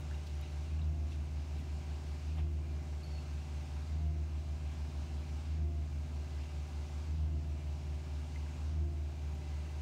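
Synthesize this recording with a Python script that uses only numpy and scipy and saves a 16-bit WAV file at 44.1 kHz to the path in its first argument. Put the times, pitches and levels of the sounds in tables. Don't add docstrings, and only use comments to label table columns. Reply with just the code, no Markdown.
import sys
import numpy as np
from scipy import signal
from scipy.fft import rfft, irfft
from scipy.io import wavfile
from scipy.ndimage import uniform_filter1d, map_coordinates

SR = 44100
rng = np.random.default_rng(int(sys.argv[2]) if len(sys.argv) > 2 else 0)


def bounce(signal):
    frames = np.transpose(np.atleast_2d(signal))
    limited = np.clip(frames, -1, 1)
    pcm = np.round(limited * 32767).astype(np.int16)
    wavfile.write(sys.argv[1], SR, pcm)


def nominal_scale(level):
    x = np.asarray(level, float) / 20
    return 10 ** x


N = 432621

# start_s, settled_firing_hz, overspeed_hz
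VALVE_CHANGES = [
    (-1.05, 74.52, 3),
    (.536, 74.917, 2.798),
    (2.13, 74.451, 3.065),
    (3.729, 74.929, 2.759),
    (5.327, 74.516, 3.014),
    (6.912, 74.915, 2.862),
    (8.509, 74.477, 3.005),
]
# lag_s, rise_s, fall_s, change_db
CLATTER_THINNING = [(0.15, 0.21, 0.38, -6), (0.097, 0.32, 0.49, -5)]


def unit(x):
    return x / np.sqrt(np.mean(x ** 2) + 1e-20)


def curves(rows):
    s, *columns = np.transpose(rows)
    return [np.interp(np.arange(N) / SR, s, column) for column in columns]


def wobble(rate):
    knots = rng.standard_normal(int(N * rate / SR) + 4)
    return map_coordinates(knots, [np.arange(N) * rate / SR])


def rush(spectrum, patchy_db):
    z = signal.stft(rng.standard_normal(N), nperseg=512)[2]
    patches = uniform_filter1d(rng.standard_normal(z.shape), size=7, axis=0)
    patches = uniform_filter1d(patches, size=14, axis=1)
    noise = signal.istft(z * nominal_scale(patchy_db * unit(patches)), nperseg=512)[1][:N]
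    hz, db = np.transpose(spectrum)
    colour = nominal_scale(np.interp(np.log(np.fft.rfftfreq(N, 1 / SR) + 1), np.log(hz + 1), db))
    return unit(irfft(rfft(noise) * colour, N))


def tone(db, turns):
    return np.sqrt(2) * nominal_scale(db) * np.cos(2 * np.pi * turns)


def add(track, s, sound):
    part = track[round(s * SR):][:len(sound)]
    part += sound[:len(part)]


def swell(s, rise, fall):
    u = np.clip(s / rise, 0, 1)
    return u * u * (3 - 2 * u) * np.exp(-np.maximum(s - rise, 0) / fall)


def stroke_db(rows, extra_db=0):
    t = np.arange(N) / SR
    extra_db = extra_db + np.zeros(len(VALVE_CHANGES))
    total_db = np.zeros(N)
    for k, (start, _, _) in enumerate(VALVE_CHANGES):
        lag, rise, fall, change_db = rows[k % 2]
        total_db += (change_db + extra_db[k]) * swell(t - start - lag, rise, fall)
    return total_db


def pump_speed():
    race_s, settle_s = .265, .252
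    t = np.arange(N) / SR
    starts, settled_hz, overspeed_hz = np.transpose(VALVE_CHANGES)
    k = np.searchsorted(starts, t, "right") - 1
    since = t - starts[k]
    before_hz = settled_hz[np.maximum(k - 1, 0)]
    glide_hz = (settled_hz[k] - before_hz) * np.clip(since / race_s, 0, 1)
    return before_hz + glide_hz + overspeed_hz[k] * swell(since, race_s, settle_s)


def exhaust(boom_db, firings, overspeed, surge, sway):
    boom = tone(boom_db, firings) + tone(-55 + 1.2 * sway[1], 2 * firings)
    return boom + overspeed * tone(-46.5, 2 * firings - .5 + .17 * surge)


def engine_orders(cycles, racing, overspeed, sway):
    # multiple_of_cycle, loaded_db, racing_db
    orders = [(3, -62, -57), (5, -65, -66), (6, -69, -79), (7, -56, -55), (9, -66.5, -92), (10, -74, -81),
              (11, -79, -67.5), (12, -72.5, -73), (13, -78.5, -91), (14, -65.5, -62), (15, -77, -73),
              (16, -86, -73.5), (17, -74, -68), (19, -76.5, -78), (20, -66.5, -77.5), (21, -80, -73),
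              (22, -78, -80), (23, -76, -86), (28, -85, -75.5), (32, -68, -74), (33, -76, -76),
              (35, -80, -80.5), (37, -98, -77), (38, -84, -81), (40, -76, -101), (41, -72, -84),
              (43, -76.5, -83), (47, -75.5, -101), (52, -77, -92), (85.4, -80, -87)]
    out = tone(-80 + 9 * racing + 2.1 * sway[2], 2 * cycles)
    freed = np.maximum(racing, overspeed)
    for i, (multiple, load_db, race_db) in enumerate(orders):
        level_db = load_db + freed * (race_db - load_db) + 1.2 * sway[i % 6]
        drift = 0.011 * sway[(i + 3) % 6]
        out += tone(level_db, round(multiple) * cycles + rng.random() + drift)
    return out


def hydraulic_whine(cycles):
    # lag_s, rise_s, fall_s, change_db
    whine_swell = [(.17, 0.19, 0.16, 12.5), (.27, 0.17, 0.18, 8.5)]
    whine_extra = [0, 0, -0.21, 0.067, 0.38, 0, 2.2]
    # multiple_of_whine, level_db, resonance_hz, width_hz
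    overtones = [(2, -66.5, 690, 13), (6, -78, 2012, 14), (6, -80, 2070, 14), (7, -77, 2376, 18)]
    steadiness = np.clip(1 - stroke_db(whine_swell) / 8, .2, 1)
    whine_db = -67.5 + stroke_db(whine_swell, whine_extra) + 1.5 * wobble(4.4) * steadiness
    pistons = 18 * cycles
    piston_hz = np.gradient(pistons) * SR
    rising = np.gradient(piston_hz) > 0
    out = tone(whine_db, pistons)
    for multiple, db, hz, width in overtones:
        near = 1 / (1 + ((multiple * piston_hz - hz) / width) ** 2)
        near *= np.where(rising, .45, 1)
        near = uniform_filter1d(near, size=2000)
        out += near * tone(db + 2.5 * wobble(6), multiple * pistons)
    return out


def clatter(firings, cycles):
    # pitch_hz, density_db (per Hz)
    roar_spectrum = [(220, -38), (380, -2.5), (398, -16), (481, -6.5), (554, -9), (575, -10), (591, -5.5),
                     (638, -6.5), (748, -2.5), (1490, -10), (1630, -9), (1920, -14.5), (2030, -10),
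                     (2770, -9), (3600, -22), (4680, -51), (7920, -120)]
    # pitch_hz, density_db (per Hz)
    hiss_spectrum = [(1760, -20), (3000, -8.5), (3520, -5.5), (3770, -4.5), (4070, -4.5), (5150, -5.5),
                     (6470, -7), (8700, -14), (9300, -18), (11100, -22.5), (15700, -29)]
    top_leads_s, top_from_hz = .07, 7500
    clatter_db = -67 + stroke_db(CLATTER_THINNING)
    chop = 1 + 0.032 * np.cos(2 * np.pi * firings)
    chop += 0.048 * np.cos(np.pi * firings) + 0.017 * np.cos(2 * np.pi * cycles)
    shared_db = 0.13 * wobble(3.5)
    roar_db = -60 + 0.68 * (clatter_db + 67) + shared_db
    roar = nominal_scale(roar_db) * chop * rush(roar_spectrum, patchy_db=0.76)
    hiss = chop ** 0.45 * rush(hiss_spectrum, patchy_db=0.77)
    hz = np.fft.rfftfreq(N, 1 / SR) + 1
    top = irfft(rfft(hiss) / (1 + (top_from_hz / hz) ** 8), N)
    early_db = np.interp(np.arange(N) + top_leads_s * SR, np.arange(N), clatter_db)
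    return roar + nominal_scale(3.5 + shared_db) * (nominal_scale(clatter_db) * (hiss - top) + nominal_scale(early_db) * top)


def rumble(racing):
    # pitch_hz, density_db (per Hz)
    rumble_spectrum = [(22, -48), (32, -27), (42, -27), (55, -3.5), (85, -10.5), (110, -4.5), (160, -3.5),
                       (190, -9.5), (230, -9.5), (300, -13.5), (450, -21.5), (600, -24.5), (900, -120)]
    level_db = -56.0 + 0.81 * racing + 0.66 * wobble(2.8)
    return nominal_scale(level_db) * rush(rumble_spectrum, patchy_db=.5)


def pump():
    # lag_s, rise_s, fall_s, change_db
    boom_swell = [(.04, .27, .19, 7), (.05, .29, 0.25, 7)]
    boom_db = -40.5 + stroke_db(boom_swell) + .4 * wobble(4)
    speed = pump_speed()
    firings = np.cumsum(speed) / SR + .442
    racing = np.clip((boom_db + 40.0) / 3, 0, 1)
    overspeed = np.clip((speed - 75.35) / 2.2, 0, 1)
    lag = 1 / (.2 * SR)
    surge = signal.lfilter([lag], [1, lag - 1], np.clip(speed - 75.1, 0, 3))
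    cycles = (firings - .07 * surge) / 4
    sway = [wobble(3.146) for _ in range(6)]
    tones = exhaust(boom_db, firings, overspeed, surge, sway) + engine_orders(cycles, racing, overspeed, sway)
    return tones + hydraulic_whine(cycles) + clatter(firings, cycles) + rumble(racing)


def idler():
    # start_s, exhaust_db, fan_db
    levels = [(0, -51, -80), (.9, -50, -63), (3.6, -51, -63), (4.8, -48, -63), (6.1, -50.5, -62),
              (7.5, -48.5, -65.5), (8.2, -51, -62), (9.1, -50.5, -73), (9.81, -53, -74)]
    # start_s, firing_hz
    idle_speed = [(0.0, 70.44), (0.65, 69.96), (1.31, 69.62), (1.96, 69.58), (2.62, 69.9), (3.27, 69.7),
                  (3.92, 69.94), (4.58, 68.53), (5.23, 69.46), (5.89, 69.99), (6.54, 69.77), (7.19, 68.76),
                  (7.85, 70.77), (8.5, 71.03), (9.16, 71.41), (9.81, 70.61)]
    exhaust_db, fan_db = curves(levels)
    firings = np.cumsum(curves(idle_speed)[0]) / SR + .015
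    uneven = tone(exhaust_db - 18.5 + 3.8 * wobble(4.2), 1.5 * firings)
    fan = tone(fan_db + 1.6 * wobble(2.7), 3.467 * firings)
    return tone(exhaust_db, firings) + uneven + fan


def chinks(count, hz, db):
    out, t = np.zeros(N), np.arange(SR // 40) / SR
    envelope = nominal_scale(-60 * t / 0.012) * (1 - np.exp(-t / .002))
    for when, pitch, size in rng.random((count, 3)):
        ring = np.sin(2 * np.pi * hz * (0.97 + .24 * pitch) * t) * envelope
        add(out, when * N / SR, nominal_scale(db - 2.5 * np.log(size + .08)) * ring)
    return out * nominal_scale(1.3 * (stroke_db(CLATTER_THINNING) - 2.0) + 2.5 * wobble(6.2))


def scuffs():
    # peak_s, level_db (rms), length_s, centre_hz
    scrapes = [(.009, -66, .003, 12000), (.1125, -63, 0.0033, 3500), (.1125, -66, .003, 9000),
               (.131, -74, .003, 15000), (.151, -74, .004, 12000), (.272, -58, 0.015, 4000),
               (.273, -71, .014, 12000), (.354, -64, .003, 8000), (.413, -58, .002, 14000),
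               (1.13, -64, 0.051, 2780), (1.6, -77, .04, 11000), (1.602, -54.5, 0.13, 228),
               (2.39, -56.5, 0.044, 845), (2.391, -58.5, 0.048, 2500), (2.389, -60, .012, 850),
               (2.375, -79, .09, 10000), (1.125, -66, 0.1, 4600), (1.125, -75, .09, 7500),
               (1.578, -66, 0.088, 2800), (0.439, -65, 0.086, 2620), (0.646, -72, 0.053, 2700),
               (4.717, -67, 0.18, 2690), (6.414, -65, 0.1, 2700), (9.324, -76, .004, 14000),
               (9.347, -73, .006, 14000), (9.355, -75, .003, 14000)]
    out, t = np.zeros(N), np.arange(SR // 2) / SR
    for s, db, length, hz in scrapes:
        band = signal.butter(2, [hz / 1.38, min(hz * 1.3, 17e3)], "bandpass", fs=SR, output="sos")
        early = min(s, .2)
        envelope = np.exp(-((t - early) / (length / 2)) ** 2)
        grit = unit(signal.sosfilt(band, rng.standard_normal(len(t))))
        add(out, s - early, nominal_scale(db) * envelope * grit)
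    return out


def knocks():
    # start_s, peak_db, ring_hz, t60_s
    blows = [(.1116, -42, 1570, 0.016), (.121, -52, 1750, .03), (.148, -57, 3800, 0.037),
             (.142, -54, 2750, .03), (.4284, -55, 2420, 0.059), (.421, -60, 3850, .1),
             (.436, -63, 3850, .1), (.4594, -53, 2650, .05), (0.791, -54, 2700, .05),
             (.815, -55, 3800, 0.044), (1.119, -56, 2680, 0.077), (3.185, -55, 2680, 0.066),
             (8.3589, -48, 2080, 0.049), (8.464, -55, 1580, .03), (9.6, -59, 2750, .08),
             (9.655, -55.5, 2740, .06), (9.69, -57, 2700, .05)]
    out, t = np.zeros(N), np.arange(SR // 2) / SR
    for s, db, hz, t60 in blows:
        ring = np.sin(2 * np.pi * hz * t) + 0.33 * np.sin(2 * np.pi * 1.1 * hz * t)
        rough = unit(uniform_filter1d(rng.standard_normal(len(t)), size=60))
        ring = ring * (1 + 0.26 * rough)
        add(out, s, nominal_scale(db + 1 - 60 * t / t60) * (1 - np.exp(-t / 0.00055)) * ring)
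    return out


def bouncing_rod():
    # pitch_hz, level_db, t60_s
    modes = [(4393, -62, .35), (4590, -58.5, .12), (11550, -73.5, .25)]
    # start_s, lower_mode_db, upper_mode_db
    bounces = [
        (3.034, 3.5, 0.0),
        (3.105, -5, -4),
        (3.134, -4, -14),
        (3.155, -1, -16),
    ]
    caught_s = 3.222
    out, t = np.zeros(N), np.arange(SR // 2) / SR
    for s, lower_db, upper_db in bounces:
        blow = (lower_db, upper_db, 4 * upper_db)
        for (hz, db, t60), blow_db in zip(modes, blow):
            add(out, s, nominal_scale(db + blow_db - 60 * t / t60) * np.sin(2 * np.pi * hz * (s + t)))
    return out * np.clip((caught_s - np.arange(N) / SR) / .008, 0, 1)


def background():
    # pitch_hz, density_db (per Hz)
    floor_spectrum = [(2000, -120), (5000, -5), (9000, -1.5), (16000, 2.5)]
    return nominal_scale(-82.5) * rush(floor_spectrum, patchy_db=1.0)


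def scene():
    machines = pump() + idler() + chinks(count=900, hz=2730, db=-63.0)
    tools = scuffs() + knocks() + bouncing_rod()
    return (machines + tools + background())[None]


def roll_off(x):
    return signal.sosfilt(signal.butter(12, 16300, fs=SR, output="sos"), x)


def record(dry):
    top_hz = 15770
    limited = irfft(rfft(dry) * (np.fft.rfftfreq(N, 1 / SR) < top_hz), N)
    return roll_off(limited)


dry = scene()
out = record(dry)
bounce(out)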